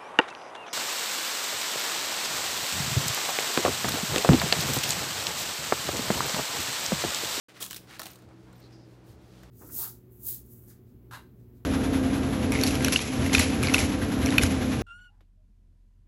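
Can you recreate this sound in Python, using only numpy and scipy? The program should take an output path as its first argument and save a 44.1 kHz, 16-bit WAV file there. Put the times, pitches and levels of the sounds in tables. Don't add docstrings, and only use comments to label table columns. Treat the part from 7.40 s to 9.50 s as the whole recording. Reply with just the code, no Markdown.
import sys
import numpy as np
from scipy import signal
from scipy.fft import rfft, irfft
from scipy.io import wavfile
from scipy.ndimage import uniform_filter1d

SR = 44100
rng = np.random.default_rng(int(sys.argv[2]) if len(sys.argv) > 2 else 0)


def gain_from_db(level_db):
    decades = np.asarray(level_db, float) / 20
    return 10 ** decades


def store_wav(level_fs):
    pcm = np.round(np.clip(np.atleast_2d(level_fs), -1, 1) * 32767)
    wavfile.write(sys.argv[1], SR, pcm.T.astype(np.int16))


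N = 92610

# pitch_hz, level_db (per Hz)
ROOM_NOISE = [(15, -104), (25, -1.5), (114, -4.5), (229, -5.5), (335, -4.5), (863, -17), (3340, -31),
              (4370, -30.5), (16000, -49.5)]
# pitch_hz, level_db, waver_hz
HUM = [
    (57.2, -62, 7.3),
    (120.74, -57, 4.3),
    (184.3, -63.5, 2.9),
    (324.2, -62.5, 20.2),
    (437, -78, 25),
]
# start_s, length_s, level_db, pitch_hz
THUDS = [
    (0.823, 0.053, -52, 223),
    (0.856, 0.05, -49, 81),
    (1.668, 0.24, -53, 72),
    (1.68, 0.058, -47, 108.7),
    (2.031, 0.065, -52, 62),
]
# start_s, length_s, level_db, pitch_hz,
# width_hz
CHIMES = [(0.311, 0.0068, -46, 1100, 400), (.33, 0.0024, -42.5, 1320, 400), (0.221, 0.015, -44, 3280, 600),
          (.597, 0.038, -52, 544, 249), (.598, 0.048, -54, 764, 90), (0.656, 0.035, -51, 725, 80),
          (.711, .017, -55, 13900, 80), (0.714, 0.011, -63, 9500, 100), (0.728, .025, -63, 13800, 80),
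          (.745, 0.011, -63, 8700, 198), (0.885, 0.064, -59.5, 820, 610), (1.069, 0.12, -63, 935, 685),
          (1.125, 0.057, -70, 3950, 610), (1.155, 0.035, -71.5, 13850, 250),
          (1.187, 0.026, -72, 8250, 1500), (1.166, 0.19, -74.5, 5200, 700), (1.2, 0.013, -64.5, 13900, 900),
          (1.217, 0.067, -64.5, 4350, 800), (1.32, 0.051, -63, 5060, 600), (1.346, 0.13, -68.5, 4900, 800),
          (1.229, 0.051, -65, 4140, 220), (2.0315, 0.008, -65, 14000, 300)]
# peak_s, level_db, pitch_hz, ring_ms
TICKS = [(.1967, -45, 2220, .5), (0.204, -43, 13500, .3), (.2154, -36, 6950, .3), (.2173, -36, 9000, .2),
         (.205, -37, 4700, .2), (.3455, -36, 3600, .5), (0.6128, -44, 3500, 0.43), (0.2218, -33, 8100, .3),
         (0.2256, -33, 7250, 0.24), (.227, -30, 14800, .3), (0.229, -30, 7850, 0.28),
         (.231, -33, 3240, 0.44), (0.234, -34, 7600, 0.38), (0.2404, -30, 10400, 0.16),
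         (.2419, -31, 6600, 0.22), (.2595, -35, 8900, .3), (0.2628, -35, 9200, .3),
         (0.2664, -34, 8300, 0.17), (.3005, -42, 5800, 0.34), (0.3039, -37, 3700, 0.3),
         (0.314, -37, 14200, 0.22), (0.3184, -36, 7200, 0.25), (.323, -39, 6930, .3),
         (.3308, -36, 8800, .3), (0.3316, -39, 1430, 0.69), (0.3485, -41, 3830, 0.59),
         (.3628, -34.5, 5440, 0.26), (0.3791, -43.5, 3200, 0.23), (0.3824, -45, 3000, 0.28),
         (.566, -44, 4230, 0.28), (0.5866, -47, 3800, .4), (0.5952, -30, 1500, 0.31),
         (0.595, -24.5, 4570, 0.31), (0.598, -46, 4280, 0.27), (.5992, -32, 1620, 0.35),
         (.6182, -34, 12000, .3), (0.6191, -34, 3350, 0.2), (.6311, -40, 6500, 0.39), (.64, -43, 7500, 0.2),
         (0.642, -44, 5560, 0.19), (0.6565, -36, 5960, 0.32), (0.661, -45, 4170, 0.49),
         (.6669, -33, 4130, 0.26), (0.6692, -37.5, 1410, 0.47), (1.1285, -59.5, 7230, .8),
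         (1.1286, -59, 8500, 0.63), (1.181, -61, 8600, .8), (2.034, -49, 1480, .6),
         (2.038, -51, 1670, 0.55)]
# start_s, level_db, ring_hz, boom_db, treble_db
CLUMPS = [(0.2042, -30, 4030, -18, -17), (0.225, -23, 7600, -40, -18), (0.2622, -25.5, 7500, -27, -17.5),
          (0.3079, -21.5, 8200, -32, -19.5), (0.3296, -24.5, 4170, -27, -20),
          (0.3439, -25.5, 3870, -43, -16), (0.3618, -27, 5400, -40, -18.5), (0.3775, -39, 2860, -34, -14),
          (0.5938, -25.5, 4800, -18, -19), (0.616, -26.5, 4100, -16, -22),
          (0.6658, -26.5, 2740, -22, -19.5), (0.7324, -40.5, 4280, -34, -20)]
# start_s, level_db, ring_hz, boom_db, treble_db
PATTERS = [(0.3164, -31.5, 3900, -22.5, -18), (0.365, -28.5, 8700, -27, -18), (0.598, -29, 5840, -15, -25),
           (0.6305, -29.5, 4200, -30, -19), (0.6557, -29.5, 4330, -37, -19), (0.702, -40.5, 2700, -24, -27),
           (0.7554, -41.5, 4250, -20.5, -20), (0.7857, -49.5, 4400, -14.5, -22),
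           (0.8203, -51, 3900, -12, -24), (0.887, -56, 3940, -24, -42), (1.129, -52.5, 3780, -11, -19),
           (1.3294, -63, 5260, -44, -50), (2.0316, -47.5, 3400, -13, -34)]
# pitch_hz, level_db (per Hz)
CRACK_TONE = [(700, -22.5), (1500, 1.5), (3500, 2), (7500, 2), (10000, 6), (16000, 8)]
# pitch_hz, width_hz, level_db
WALL = [
    (400, 800, -11.5),
    (690, 140, -4),
    (1100, 93, -4.5),
    (1334, 240, 2.5),
    (1737, 240, -2.5),
]
# start_s, length_s, level_db, brightness (0-1)
DRAGS = [(0.069, 0.078, -55.5, 0), (0.132, 0.09, -52.5, 0.2), (0.199, 0.021, -46.5, 0.73),
         (0.213, 0.013, -40.5, 0.85), (0.22, 0.017, -39, 0.9), (0.231, 0.019, -42.5, 0.8),
         (0.244, .015, -46, 0.96), (.206, 0.0092, -51, 0.95), (0.584, 0.028, -65, 1),
         (0.254, 0.011, -45.5, 0.62), (0.262, 0.043, -54, 0.9), (0.298, 0.026, -53, 0.93),
         (0.341, 0.054, -57.5, 0.95), (0.393, 0.097, -65.5, 0.1), (0.463, 0.16, -49.5, 0.03),
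         (0.607, 0.083, -58, 0), (0.649, 0.09, -57, 0.1), (0.694, 0.087, -61.5, 0.4),
         (0.76, 0.12, -67.5, 0.34), (0.86, 0.17, -73, 0), (0.959, 0.19, -72, 0.6), (1.076, 0.3, -67, 0.1),
         (1.293, 0.096, -69, 0), (1.431, 0.19, -72, 0.64), (1.631, 0.15, -67.5, 0.79),
         (1.773, 0.21, -69, 0.64), (1.894, 0.26, -63.5, 0.5)]
# pitch_hz, level_db (per Hz)
DEEP_TONE = [(180, -20), (300, -16.5), (574, -17.5), (774, -1.5), (915, -9), (1360, -4), (2700, -7),
             (16000, -26)]
# pitch_hz, level_db (per Hz)
THROWN_TONE = [(180, -2), (300, 2), (856, -1), (1410, -5.5), (1560, -19), (3350, 1.5), (4910, -1),
               (14700, -13.5), (16000, -27)]


def evened(x):
    return x / np.sqrt(np.mean(x ** 2) + 1e-20)


def add(mix, start_s, sound):
    part = mix[round(start_s * SR):][:len(sound)]
    part += sound[:len(part)]


def colour(x, tone):
    hz, db = np.transpose(tone)
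    bins = np.fft.rfftfreq(2048, 1 / SR)
    log_gain = np.log(gain_from_db(np.interp(np.log(bins + 1), np.log(hz), db)))
    cepstrum = irfft(log_gain)
    cepstrum[1:1024] *= 2
    cepstrum[1025:] = 0
    taps = irfft(np.exp(rfft(cepstrum)))
    return signal.oaconvolve(x, taps / np.linalg.norm(taps))[:len(x)]


def resonate(x, hz, width_hz):
    turn = np.exp(2j * np.pi * hz * np.arange(len(x)) / SR)
    decay = np.exp(-np.pi * width_hz / SR)
    return 2 * (turn * signal.lfilter([1 - decay], [1, -decay], x / turn)).real


def arch(length_s, peak=1., sharp=1.):
    return np.sin(np.pi * np.linspace(0, 1, round(length_s * SR)) ** peak).clip(0) ** sharp


def room_noise():
    hz, db = np.transpose(ROOM_NOISE)
    bins = np.fft.rfftfreq(N, 1 / SR)
    gain = gain_from_db(np.interp(np.log(bins + 1), np.log(hz), db, left=-60))
    return gain_from_db(-55.5) * evened(irfft(rfft(rng.standard_normal(N)) * gain, N))


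def appliance_hum():
    out, t = np.zeros(N), np.arange(N) / SR
    for hz, db, waver_hz in HUM:
        noise = rng.standard_normal(2 * N)
        fuzz = evened(resonate(resonate(noise, hz, waver_hz), hz, waver_hz)[N:])
        steady = 0.9 * min(5 / waver_hz, 1)
        tone = np.sqrt(2 * steady) * np.sin(2 * np.pi * hz * t)
        out += gain_from_db(db) * (tone + np.sqrt(1 - steady) * fuzz)
    return out


def reflections(x):
    level_db, fade_60db_s = -12.5, 0.3
    taps = np.zeros(SR // 2)
    slots = np.arange(200, SR // 2 - 20, 20)
    signs = rng.choice([-1., 1.], len(slots))
    taps[slots + rng.integers(0, 20, len(slots))] = signs * gain_from_db(-60 * slots / SR / fade_60db_s)
    return gain_from_db(level_db) * signal.fftconvolve(x, taps / np.linalg.norm(taps))[:N]


def floor_thuds():
    out = np.zeros(N)
    for start_s, length_s, db, hz in THUDS:
        swell = arch(length_s, peak=0.78)
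        add(out, start_s, gain_from_db(db) * swell * np.sin(2 * np.pi * hz * np.arange(len(swell)) / SR))
    return out


def chimes():
    out, flutter_db = np.zeros(N), 2
    for start_s, length_s, db, hz, width_hz in CHIMES:
        noise, luck = rng.standard_normal((2, 14000))
        noise = noise * gain_from_db(flutter_db * evened(uniform_filter1d(luck, size=200)))
        tone = resonate(resonate(noise, hz, width_hz), hz, 3 * width_hz)[2000:]
        swell = arch(length_s, peak=0.45, sharp=0.48)
        add(out, start_s, gain_from_db(db) * swell * evened(tone[:len(swell)]))
    return out


def granule_ticks():
    level_db, click_db = 1.5, 3.5
    out, t = np.zeros(N), np.arange(400) / SR
    click = signal.lfilter(*signal.butter(2, 1500, "high", fs=SR), t == 0)
    for peak_s, db, hz, ring_ms in TICKS:
        rise_s = 0.68 * ring_ms / 1000
        u = t / rise_s
        ring = u * np.exp(1 - u) * np.sin(2 * np.pi * hz * t)
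        snap = gain_from_db(click_db) * np.roll(click, round(rise_s * SR))
        add(out, peak_s - rise_s, gain_from_db(db + level_db) * (ring + snap))
    return out


def wall_hits(table, rise_s):
    level_db, spiky_db, treble_lift_db, lag_s = -10.5, 2.0, 11.5, 0.0006
    ring_db, ring_width_hz, boom_lift_db = -12, 1320, 14
    after_db, after_s = -10, 0.02
    out, t = np.zeros(N), np.arange(2600) / SR
    u = t / rise_s
    shape = u * np.exp(1 - u) + gain_from_db(after_db) * np.minimum(u, 1) * np.exp(-t / after_s)
    power = np.linalg.norm(shape)
    low_pass = signal.butter(5, 8500, fs=SR)
    for start_s, db, hz, boom_db, treble_db in table:
        noise, luck = rng.standard_normal((2, 2600))
        spikes = gain_from_db(spiky_db * evened(uniform_filter1d(luck, size=12)))
        burst = shape * evened(noise * spikes)
        crack = colour(burst, CRACK_TONE)
        dull = signal.filtfilt(*low_pass, crack)
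        crack = dull + gain_from_db(treble_db + treble_lift_db) * (crack - dull)
        ring = resonate(resonate(burst, hz, ring_width_hz), hz, ring_width_hz)
        boom = np.zeros(len(t))
        for wall_hz, width_hz, wall_db in WALL:
            mode = resonate(resonate(burst, wall_hz, width_hz), wall_hz, 3 * width_hz)
            boom += gain_from_db(wall_db) * np.sqrt(SR / width_hz / np.pi) * mode
        for part_db, part in [(0, crack), (ring_db, ring), (boom_db + boom_lift_db, boom)]:
            gain = gain_from_db(db + level_db + part_db) * power / np.linalg.norm(part)
            add(out, start_s + lag_s, gain * part)
    return out


def grit():
    grains_per_s, spread_db, clump_db, grain_q = 16000, 3.5, 1.5, 2.4
    size = gain_from_db(spread_db * np.minimum(rng.exponential(1, N), 3)) * rng.choice([-1., 1.], N)
    drift = uniform_filter1d(rng.standard_normal(N), size=120)
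    clump = evened(uniform_filter1d(drift, size=120))
    clicks = size * (rng.random(N) < grains_per_s / SR) * gain_from_db(clump_db * clump)
    pitches_hz = np.geomspace(1120, 15400, num=9)
    kind = rng.integers(0, len(pitches_hz) + 2, N)
    tuned = np.zeros(N)
    for k, hz in enumerate(pitches_hz):
        tuned += resonate(clicks * (kind == k), hz, hz / grain_q)
    return evened(clicks * (kind >= len(pitches_hz)) + 1.66 * tuned)


def paw_drags():
    dust_db, dust_low_hz = 10, 7700
    deep, thrown, dust = np.zeros((3, N))
    for start_s, length_s, db, bright in DRAGS:
        swell = gain_from_db(db) * arch(length_s, peak=0.85, sharp=1.39)
        add(deep, start_s, swell * np.sqrt(1 - bright))
        add(thrown, start_s, swell * np.sqrt(bright))
        add(dust, start_s, swell * bright ** 4)
    high_pass = signal.butter(2, dust_low_hz, "high", fs=SR)
    hiss = signal.lfilter(*high_pass, rng.standard_normal(N))
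    granules = colour(deep * grit(), DEEP_TONE) + colour(thrown * grit(), THROWN_TONE)
    return granules + gain_from_db(dust_db) * dust * hiss


def scene():
    clumps = wall_hits(CLUMPS, rise_s=0.00074)
    patters = wall_hits(PATTERS, rise_s=0.0016)
    tray = chimes() + granule_ticks() + clumps + patters + paw_drags()
    background = room_noise() + appliance_hum() + floor_thuds()
    return (background + tray + reflections(tray))[None]


def top_cut(x):
    return signal.sosfilt(signal.butter(12, 16780, fs=SR, output="sos"), x)


def record(dry):
    start_s, fade_in_s = 0.0838, 0.0017
    settle_hz, settle_s = 162, 0.24
    low_hz, high_hz = 56.5, 15800
    since_s = np.arange(N) / SR - start_s
    bass = signal.sosfiltfilt(signal.butter(2, settle_hz, fs=SR, output="sos"), dry)
    x = dry - bass * np.exp(-np.maximum(since_s, 0) / settle_s)
    x = signal.sosfilt(signal.butter(4, low_hz, "high", fs=SR, output="sos"), x)
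    taps = signal.firwin(255, high_hz, window=("kaiser", 7), fs=SR)
    x = signal.oaconvolve(x, taps[None], "same")
    return top_cut(x * np.clip(since_s / fade_in_s, 0, 1))


dry = scene()
out = record(dry)
store_wav(out)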